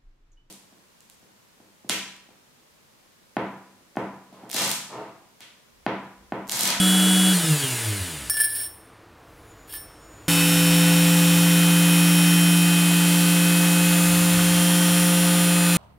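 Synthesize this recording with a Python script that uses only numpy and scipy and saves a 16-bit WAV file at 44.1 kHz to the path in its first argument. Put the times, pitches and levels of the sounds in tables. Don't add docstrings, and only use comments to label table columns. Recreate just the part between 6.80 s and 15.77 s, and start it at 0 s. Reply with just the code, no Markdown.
import sys
import numpy as np
from scipy import signal
from scipy.fft import rfft, irfft
from scipy.io import wavfile
from scipy.ndimage import uniform_filter1d, map_coordinates

SR = 44100
rng = np.random.default_rng(int(sys.argv[2]) if len(sys.argv) > 2 else 0)


def log_audio(samples):
    frames = np.atleast_2d(samples).T
    limited = np.clip(frames, -1, 1)
    pcm = np.round(limited * 32767).astype(np.int16)
    wavfile.write(sys.argv[1], SR, pcm)


def amplitude_ratio(level_db):
    exponent = np.asarray(level_db, float) / 20
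    return 10 ** exponent


N = 395577
T = np.arange(N) / SR
OFF_S, STOP_S, CHANGE_S = .52, 1.5, 3.4815
FIRST, SECOND = T < STOP_S, T > CHANGE_S
RIPPLE_HZ = 120
RUN_HZ = 186.2


def curve(table, outside=-120.):
    s, *columns = np.transpose(table)
    return [np.interp(T, s, c, left=outside, right=outside) for c in columns]


def unit(x):
    return x / np.sqrt(np.mean(x ** 2))


def colour(x, points, lo_hz=0.74, hi_hz=SR / 2):
    f = np.arange(1, N // 2 + 2) * SR / N
    hz, db = np.transpose(points)
    edges = 1 / np.sqrt((1 + (lo_hz / f) ** 8) * (1 + (f / hi_hz) ** 8))
    shape = amplitude_ratio(np.interp(np.log(f), np.log(hz), db))
    return unit(irfft(rfft(x) * shape * edges, N))


def walk(rate):
    knots = rng.standard_normal(400)
    return np.interp(T * rate, np.arange(len(knots)), knots)


def swell(s, length, rise_db_s, fall_db_s):
    return amplitude_ratio(-rise_db_s * np.maximum(s - T, 0) - fall_db_s * np.maximum(T - s - length, 0))


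def whistle(s, length, hz, db):
    phase = np.cumsum(hz * (1 + 0.00404 * walk(30))) / SR
    gain = swell(s, length, 250, 400) * amplitude_ratio(db + 2.5 * walk(35))
    return np.sqrt(2) * gain * np.sin(2 * np.pi * phase)


def body(hz, modes):
    return np.sqrt(1 + sum(amplitude_ratio(2 * db) / (1 + (2 * (hz - f) / width) ** 2) for f, width, db in modes))


def peaks(hz, modes):
    return np.sqrt(sum(amplitude_ratio(2 * db) / (1 + (2 * (hz - f) / width) ** 2) ** 2 for f, width, db in modes))


def walls(hz, spread_db):
    return amplitude_ratio(spread_db * np.interp(hz / 45, np.arange(500), rng.standard_normal(500)))


# (frequency [Hz], level [dB per Hz])
ROOM_TONE = [(76, -24), (130, -13.5), (234, -21.5), (311, -9.5), (351, -15), (388, -22), (421, -15),
             (559, -19), (1210, -20), (1310, -21), (11900, -49), (16500, -72)]
# (time [s], length [s], frequency [Hz], level [dB])
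FAR_WHISTLES = [(2.68, .13, 6960, -64), (2.84, .05, 6977, -63), (3.25, .23, 6960, -57),
                (2.58, .13, 9850, -66), (3.1, .38, 8600, -68)]


def room():
    hum = amplitude_ratio(-50 + 1.0 * walk(6.14)) * colour(rng.standard_normal(N), ROOM_TONE)
    return hum + sum(whistle(*row) for row in FAR_WHISTLES)


# (time [s], length [s], deep level [dB], upper level [dB])
TABLE_SHUDDERS = [
    (0, .05, -62, -60),
    (1.494, .02, -62, -51),
    (2.503, 0.83, -59.5, -64.5),
    (3.49, 0.46, -64, -50.5),
    (4.25, .2, -57, -49),
    (7.153, 0.57, -58, -45),
    (8.12, 0.071, -50, -52),
    (8.4, .57, -66, -66),
]


def table():
    deep = colour(rng.standard_normal(N), [(30, -25), (45, 7.0), (55, 8), (65, -11), (100, -29.5)])
    upper = colour(rng.standard_normal(N), [(50, -30), (75, 9), (90, -6), (106, 10.5), (125, -13), (200, -30)])
    steady = np.where(SECOND, 1, amplitude_ratio(-8.5)) * (amplitude_ratio(-61.5) * deep + amplitude_ratio(-52) * upper)
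    return steady + sum(swell(s, length, 100, 69) * (amplitude_ratio(deep_db) * deep + amplitude_ratio(upper_db) * upper)
                        for s, length, deep_db, upper_db in TABLE_SHUDDERS)


# (frequency [Hz], level [dB], t60 [s])
DISC_MODES = [(1744, -4, .5), (2300, -10, .04), (3490, -18, .05), (5335, -13, .6), (5432, -8, .9),
              (5507, -13, .4), (8872, 0, .35), (8979, -6, .3), (9249, -10, .3), (9345, -9, .5),
              (9458, -6, .35), (10450, -14, .25), (10680, -6, .35), (10760, -9, .3), (11800, -15, .2),
              (12800, -22, .06), (14170, -11, .25), (14310, -10, .3), (14480, -12, .3), (15460, -15, .2),
              (15700, -17, .2)]


def ring(force, modes=DISC_MODES, damping=0.9):
    out = 0
    for hz, db, t60 in modes:
        pole = np.exp(2j * np.pi * hz / SR - np.log(1000) * damping / (t60 * SR))
        out = out + amplitude_ratio(db) * signal.lfilter([1], [1, -pole], force).imag
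    return out


# (frequency [Hz], level [dB], t60 [s])
FREE_MODES = [(1744, -4, .5), (5432, -6, 1.1), (9345, -8, .5), (14310, -6, .3)]


def damped_disc(drive):
    out = np.zeros(N)
    resting = slice(SR, int(2.7 * SR))
    freed = slice(int(2.7 * SR), int(CHANGE_S * SR))
    force = drive[resting]
    out[resting] += amplitude_ratio(-12) * ring(force, damping=3.9) + amplitude_ratio(4) * ring(force, damping=4.2)
    out[resting] += amplitude_ratio(-5) * ring(force, FREE_MODES[:1], damping=.9)
    out[resting] += amplitude_ratio(-20) * ring(force, FREE_MODES[1:], damping=1.5)
    out[freed] += amplitude_ratio(-5) * ring(drive[freed], FREE_MODES) + ring(drive[freed], damping=4.)
    return out


# (time [s], length [s], ring level [dB], grit level [dB], release [dB/s])
MAGNET_SKIDS = [
    (1.4985, .003, -8, -50, 1600),
    (1.522, .32, -24, -47, 500),
    (1.8, .07, -41, -62, 85),
    (1.57, .008, -18, -42, 900),
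    (1.6, .012, -16, -46, 700),
    (1.635, .015, -20, -55, 900),
    (1.752, .012, -21, -46, 500),
    (2.875, .02, -46, -58, 300),
    (2.893, .03, -35, -50, 300),
    (2.925, .035, -28.5, -44, 450),
]
# (time [s], peak level [dB], ring share [dB])
MAGNET_TAPS = [
    (0.7332, -11.5, -3.5),
    (1.4978, 0, -5),
    (1.523, -18, -12),
    (1.5429, -22, 9),
    (1.5686, -14, 5),
    (1.5955, -13, -2),
    (1.6013, -14, 7.5),
    (2.938, -19, 6),
    (2.9517, -22, -6),
]


def magnet():
    rub, scratch = sum(swell(s, length, 15000, fall) * amplitude_ratio([[ring_db], [grit_db]])
                       for s, length, ring_db, grit_db, fall in MAGNET_SKIDS)
    grit = rng.standard_normal(N) * amplitude_ratio(2.5 * rng.exponential(size=N)) * amplitude_ratio(1.5 * walk(45))
    grit = colour(grit, [(500, -62), (1500, -7.0), (3000, 6), (7000, -6.0), (12000, 11), (16000, 4.5)])
    blows, crack = np.zeros(N), np.zeros(N)
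    decay = np.exp(-np.arange(512) / SR / 0.0015)
    for s, db, ring_share_db in MAGNET_TAPS:
        i = int(s * SR)
        blows[i] = amplitude_ratio(db + ring_share_db - 25.5)
        noise = rng.standard_normal(512)
        crack[i:i + 512] += amplitude_ratio(db - 18) * (noise - uniform_filter1d(noise, size=12)) * decay
    close = crack + amplitude_ratio(3.5) * scratch * grit + damped_disc(blows + amplitude_ratio(-37.0) * rub * grit)
    s = np.arange(SR // 2) / SR
    tail = rng.standard_normal(SR // 2) * np.exp(-np.log(1000) * s / 0.39)
    return close + amplitude_ratio(-39) * signal.fftconvolve(close, tail)[:N]


# (time [s], speed [turns/s])
WARMING_SPEED = [(3.48, 168.28), (3.95, 169.84), (4.5, 171.04), (5.2, 171.79), (6.0, 172.55), (6.6, 173.4),
                 (7.2, 173.87), (8.0, 174.86), (8.5, 174.8), (8.97, 173.82)]


def spin():
    since = np.maximum(T - OFF_S, 0)
    jolt = 8 * (1 - np.exp(-since / .15))
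    coast_hz = RUN_HZ - 137 * since - jolt
    eddy_brake = 155 * np.maximum(T - 1.15, 0) ** 2
    disc_hz = RUN_HZ * np.exp(-since / 1.03) - eddy_brake
    speed_hz = np.where(FIRST, coast_hz, curve(WARMING_SPEED, outside=0)[0])
    return speed_hz, np.where(FIRST, disc_hz, speed_hz)


# (time [s], level [dB])
GRIP_WOBBLE = [(0, -19.5), (.5, -18.5), (3.49, -22.5), (3.99, -17.5), (5.75, -17), (5.98, -18.5),
               (8.97, -19.5)]
# (frequency [Hz], width [Hz], level [dB])
CRITICAL_SPEEDS = [(180.4, 14, -19), (165, 3.2, -23), (153.4, 8.4, -16), (135.7, 2.9, -26), (124.6, 9, -30),
                   (106.3, 10, -25), (93.7, 4.1, -27), (65, 45, -45.5)]


def disc_wobble(disc_hz, powered):
    return powered * amplitude_ratio(curve(GRIP_WOBBLE)[0]) + (1 - powered) * FIRST * peaks(disc_hz, CRITICAL_SPEEDS)


# (order, level in first run [dB], level in second run [dB], drift [dB/s])
SHAFT_ORDERS = [(2, -53, -42, 0), (3, -44, -31.5, -.3), (4, -47, -48, 1.8), (5, -48, -43, 0),
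                (7, -54, -45, 2.2), (8, -37, -44, .5), (16, -33, -40, -.5), (18, -24.5, -32, 0),
                (20, -44, -45, 1), (22, -46, -44, -2.2), (24, -48, -47, 2), (32, -45, -37.5, -.6),
                (40, -37, -43, 0), (41, -42, -44, 2), (48, -37, -45, 0), (49, -38, -46, 0),
                (52, -45, -43, 0), (53, -40, -38.5, 2), (55, -41, -42, 0), (56, -45, -47, -1.8),
                (58, -56, -44, 0), (59, -55, -43, 0), (60, -47, -45, 0), (64, -45, -46, 0),
                (67, -46, -47, 0), (72, -48, -43, 0), (80, -57, -39.5, 0)]
# (order, ripple, level in first run [dB], level in second run [dB], drift [dB/s])
RIPPLE_BEATS = [(0, 2, -46, -46, 0), (1, 1, -33, -28.3, -1.2), (1, 2, -46, -45, 0), (2, 3, -42, -55, 0),
                (8, -1, -41, -51, .7), (8, 1, -47, -42, 0), (16, -2, -47, -33, .3),
                (16, -1, -48, -43, -2.2), (16, 1, -51, -46, -2.7), (47, 1, -37, -54, 0),
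                (49, -2, -39, -59, 0)]
# (frequency [Hz], width [Hz], depth [dB])
ROOM_NULLS = [(505, 5, 6), (517.5, 5, 11), (2556, 10, 9), (3132, 9, 13), (5488, 12, 8), (5508, 12, -4),
              (5530, 14, 9), (5570, 20, 9), (10140, 110, -10)]
COAST_ORDERS = {16: -3, 18: 1, 20: -5, 22: -1, 24: 2, 32: 2, 40: -3, 48: 0, 56: 2, 64: 1, 72: -1, 80: -1}
# (frequency [Hz], width [Hz], level [dB])
HOUSING_PEAKS = [(2300, 700, -46), (3100, 900, -38), (4700, 1300, -42), (7000, 3000, -43), (8800, 700, -39),
                 (12000, 5000, -45)]
# (frequency [Hz], width [Hz], level [dB])
STAND_PEAKS = [(154, 29, -24.5), (196, 25, -29.5), (264, 42, -32), (315, 35, -29), (371, 25, -36),
               (408, 20, -29.5), (462, 48, -34.5), (610, 40, -43)]


def shaft_tones(speed_hz, disc_hz, turns, disc, powered, octaves):
    out = np.zeros(N)
    coast = slice(int(OFF_S * SR), int(STOP_S * SR))
    unpowered, fall = 1 - powered[coast], octaves[coast]
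    for order, beat, first_db, second_db, drift in [(k, 0, *db) for k, *db in SHAFT_ORDERS] + RIPPLE_BEATS:
        low = order < 6
        hz = order * (disc_hz if low else speed_hz) + beat * RIPPLE_HZ
        null_db = sum(depth / (1 + (2 * (hz - f) / width) ** 2) for f, width, depth in ROOM_NULLS)
        level_db = np.where(FIRST, first_db, second_db + drift * (T - 6) - null_db)
        gain = powered * amplitude_ratio(level_db + (.8 if low else 1.5) * walk(2.5))
        if beat == 0 and order in COAST_ORDERS:
            slot_gain = amplitude_ratio(COAST_ORDERS[order] + .22 * order * fall)
            gain[coast] += unpowered * peaks(hz[coast], HOUSING_PEAKS) * walls(hz[coast] / 4, 4.5) * slot_gain
        if beat == 0 and low:
            overtone_gain = amplitude_ratio(-2.5 * abs(order - 2.5) + 9 * fall)
            gain[coast] += unpowered * peaks(hz[coast], STAND_PEAKS) * overtone_gain
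        cycles = order * (disc if low else turns) + beat * RIPPLE_HZ * T + rng.random()
        out += np.sqrt(2) * gain * np.sin(2 * np.pi * cycles)
    return out


def commutator(speed_hz, turns):
    s, order = np.arange(0, 9.2, .1), np.arange(1025)
    knots = rng.standard_normal((12, 1025, 2)) @ [1, 1j] * amplitude_ratio(2.5 * rng.standard_normal(1025))
    knots[2:, [1] + [row[0] for row in SHAFT_ORDERS]] = 0
    knots[:2] *= ~np.isin(order, list(COAST_ORDERS))
    knots *= np.clip(order / 30, 0, 1)
    k, part = (s * 1.1).astype(int), (s * 1.1 % 1)[:, None]
    speed = np.maximum(speed_hz[np.minimum(s * SR, N - 1).astype(int)], 60)[:, None]
    blend = knots[k] * (1 - part) + knots[k + 1] * part
    shapes = irfft(blend * (order * speed < 17000) * np.sqrt(speed))
    return unit(map_coordinates(shapes, [T * 10, turns % 1 * 2047], order=1))


# (frequency [Hz], level [dB per Hz])
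BRUSH_COLOUR = [(60, -35), (300, -7), (500, -9.5), (700, -3.5), (1500, -4.5), (2200, -6), (3000, -3),
                (5000, -7.5), (7000, -5.5), (10000, -0.5), (13000, -6.5), (15500, -9), (17000, -8)]
# (frequency [Hz], width [Hz], level [dB])
FIRST_STANCE = [(190, 15, 16), (307, 11, 14), (463, 21, 10), (460, 43, 8), (640, 20, -19), (1000, 80, 1),
                (1690, 250, 5), (3470, 360, -1), (4100, 210, -3), (7000, 340, 5.5), (7780, 270, 1),
                (9030, 74, 15.5), (10000, 160, 0), (11500, 400, -0.5)]
SECOND_STANCE = [(1490, 51, 1.1), (1900, 440, 3.3), (2576, 42, 1.3), (3434, 67, 0.58), (5940, 16, 1.5),
                 (7320, 230, 4), (9100, 64, 2), (10060, 18, 12), (12500, 66, 1.7), (13330, 84, 4.1),
                 (13800, 180, 4)]


def brushes(speed_hz, turns, powered, octaves, wobble):
    settle_db = np.where(FIRST, 0, 3 * np.exp(-np.abs(T - CHANGE_S) / 0.32))
    level_db = -26 + 7.5 * octaves + settle_db
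    running = FIRST | SECOND
    whirr = running * amplitude_ratio(level_db + 0.49 * walk(3.5))
    hiss = running * amplitude_ratio(level_db + 0.2 * walk(9.2)) * (1 + 0.19 * wobble / amplitude_ratio(-20.5))
    noise = rng.standard_normal(N) * (1 + 0.064 * np.cos(2 * np.pi * turns))
    source = rfft(commutator(speed_hz, turns) * amplitude_ratio(np.where(powered > .5, -3, -1)) + noise)
    f = np.arange(len(source)) * SR / N
    stances = body(f, FIRST_STANCE) * walls(f, spread_db=3.), body(f, SECOND_STANCE)
    source = np.where(FIRST, *(unit(irfft(source * gain, N)) for gain in stances))
    ripple = 2 * np.pi * RIPPLE_HZ * T
    throb = powered * (np.cos(ripple) + 0.14 * np.cos(2 * ripple))
    low = amplitude_ratio(-3) * whirr * (1 + 0.2 * throb) * colour(source, BRUSH_COLOUR, lo_hz=150., hi_hz=4420.0)
    return low + amplitude_ratio(-3.5) * hiss * (1 + .08 * throb) * colour(source, BRUSH_COLOUR, lo_hz=5000.)


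# (time [s], length [s], frequency [Hz], level [dB])
SETTLING_FLARES = [(3.49, .19, 2590, -33), (3.49, .13, 4387, -39)]


def tool():
    speed_hz, disc_hz = spin()
    turns, disc = np.cumsum(speed_hz) / SR, np.cumsum(disc_hz) / SR
    powered = np.where(FIRST, np.clip((OFF_S - T) / 0.023 + 1, 0, 1), SECOND)
    octaves = np.log2(np.where(FIRST, speed_hz / RUN_HZ, 1))
    wobble = disc_wobble(disc_hz, powered)
    out = np.sqrt(2) * wobble * np.sin(2 * np.pi * disc)
    out += SECOND * sum(whistle(*row) for row in SETTLING_FLARES)
    out += shaft_tones(speed_hz, disc_hz, turns, disc, powered, octaves)
    return out + brushes(speed_hz, turns, powered, octaves, wobble)


def scene():
    return np.tile(room() + table() + magnet() + tool(), (2, 1))


def band_limit(x):
    return signal.sosfilt(signal.butter(12, 16840, fs=SR, output="sos"), x)


def record(dry):
    steep = signal.ellip(10, .2, 60, 15800, fs=SR, output="sos")
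    mix = signal.sosfilt(steep, dry)
    return band_limit(mix)


dry = scene()
out = record(dry)
log_audio(out)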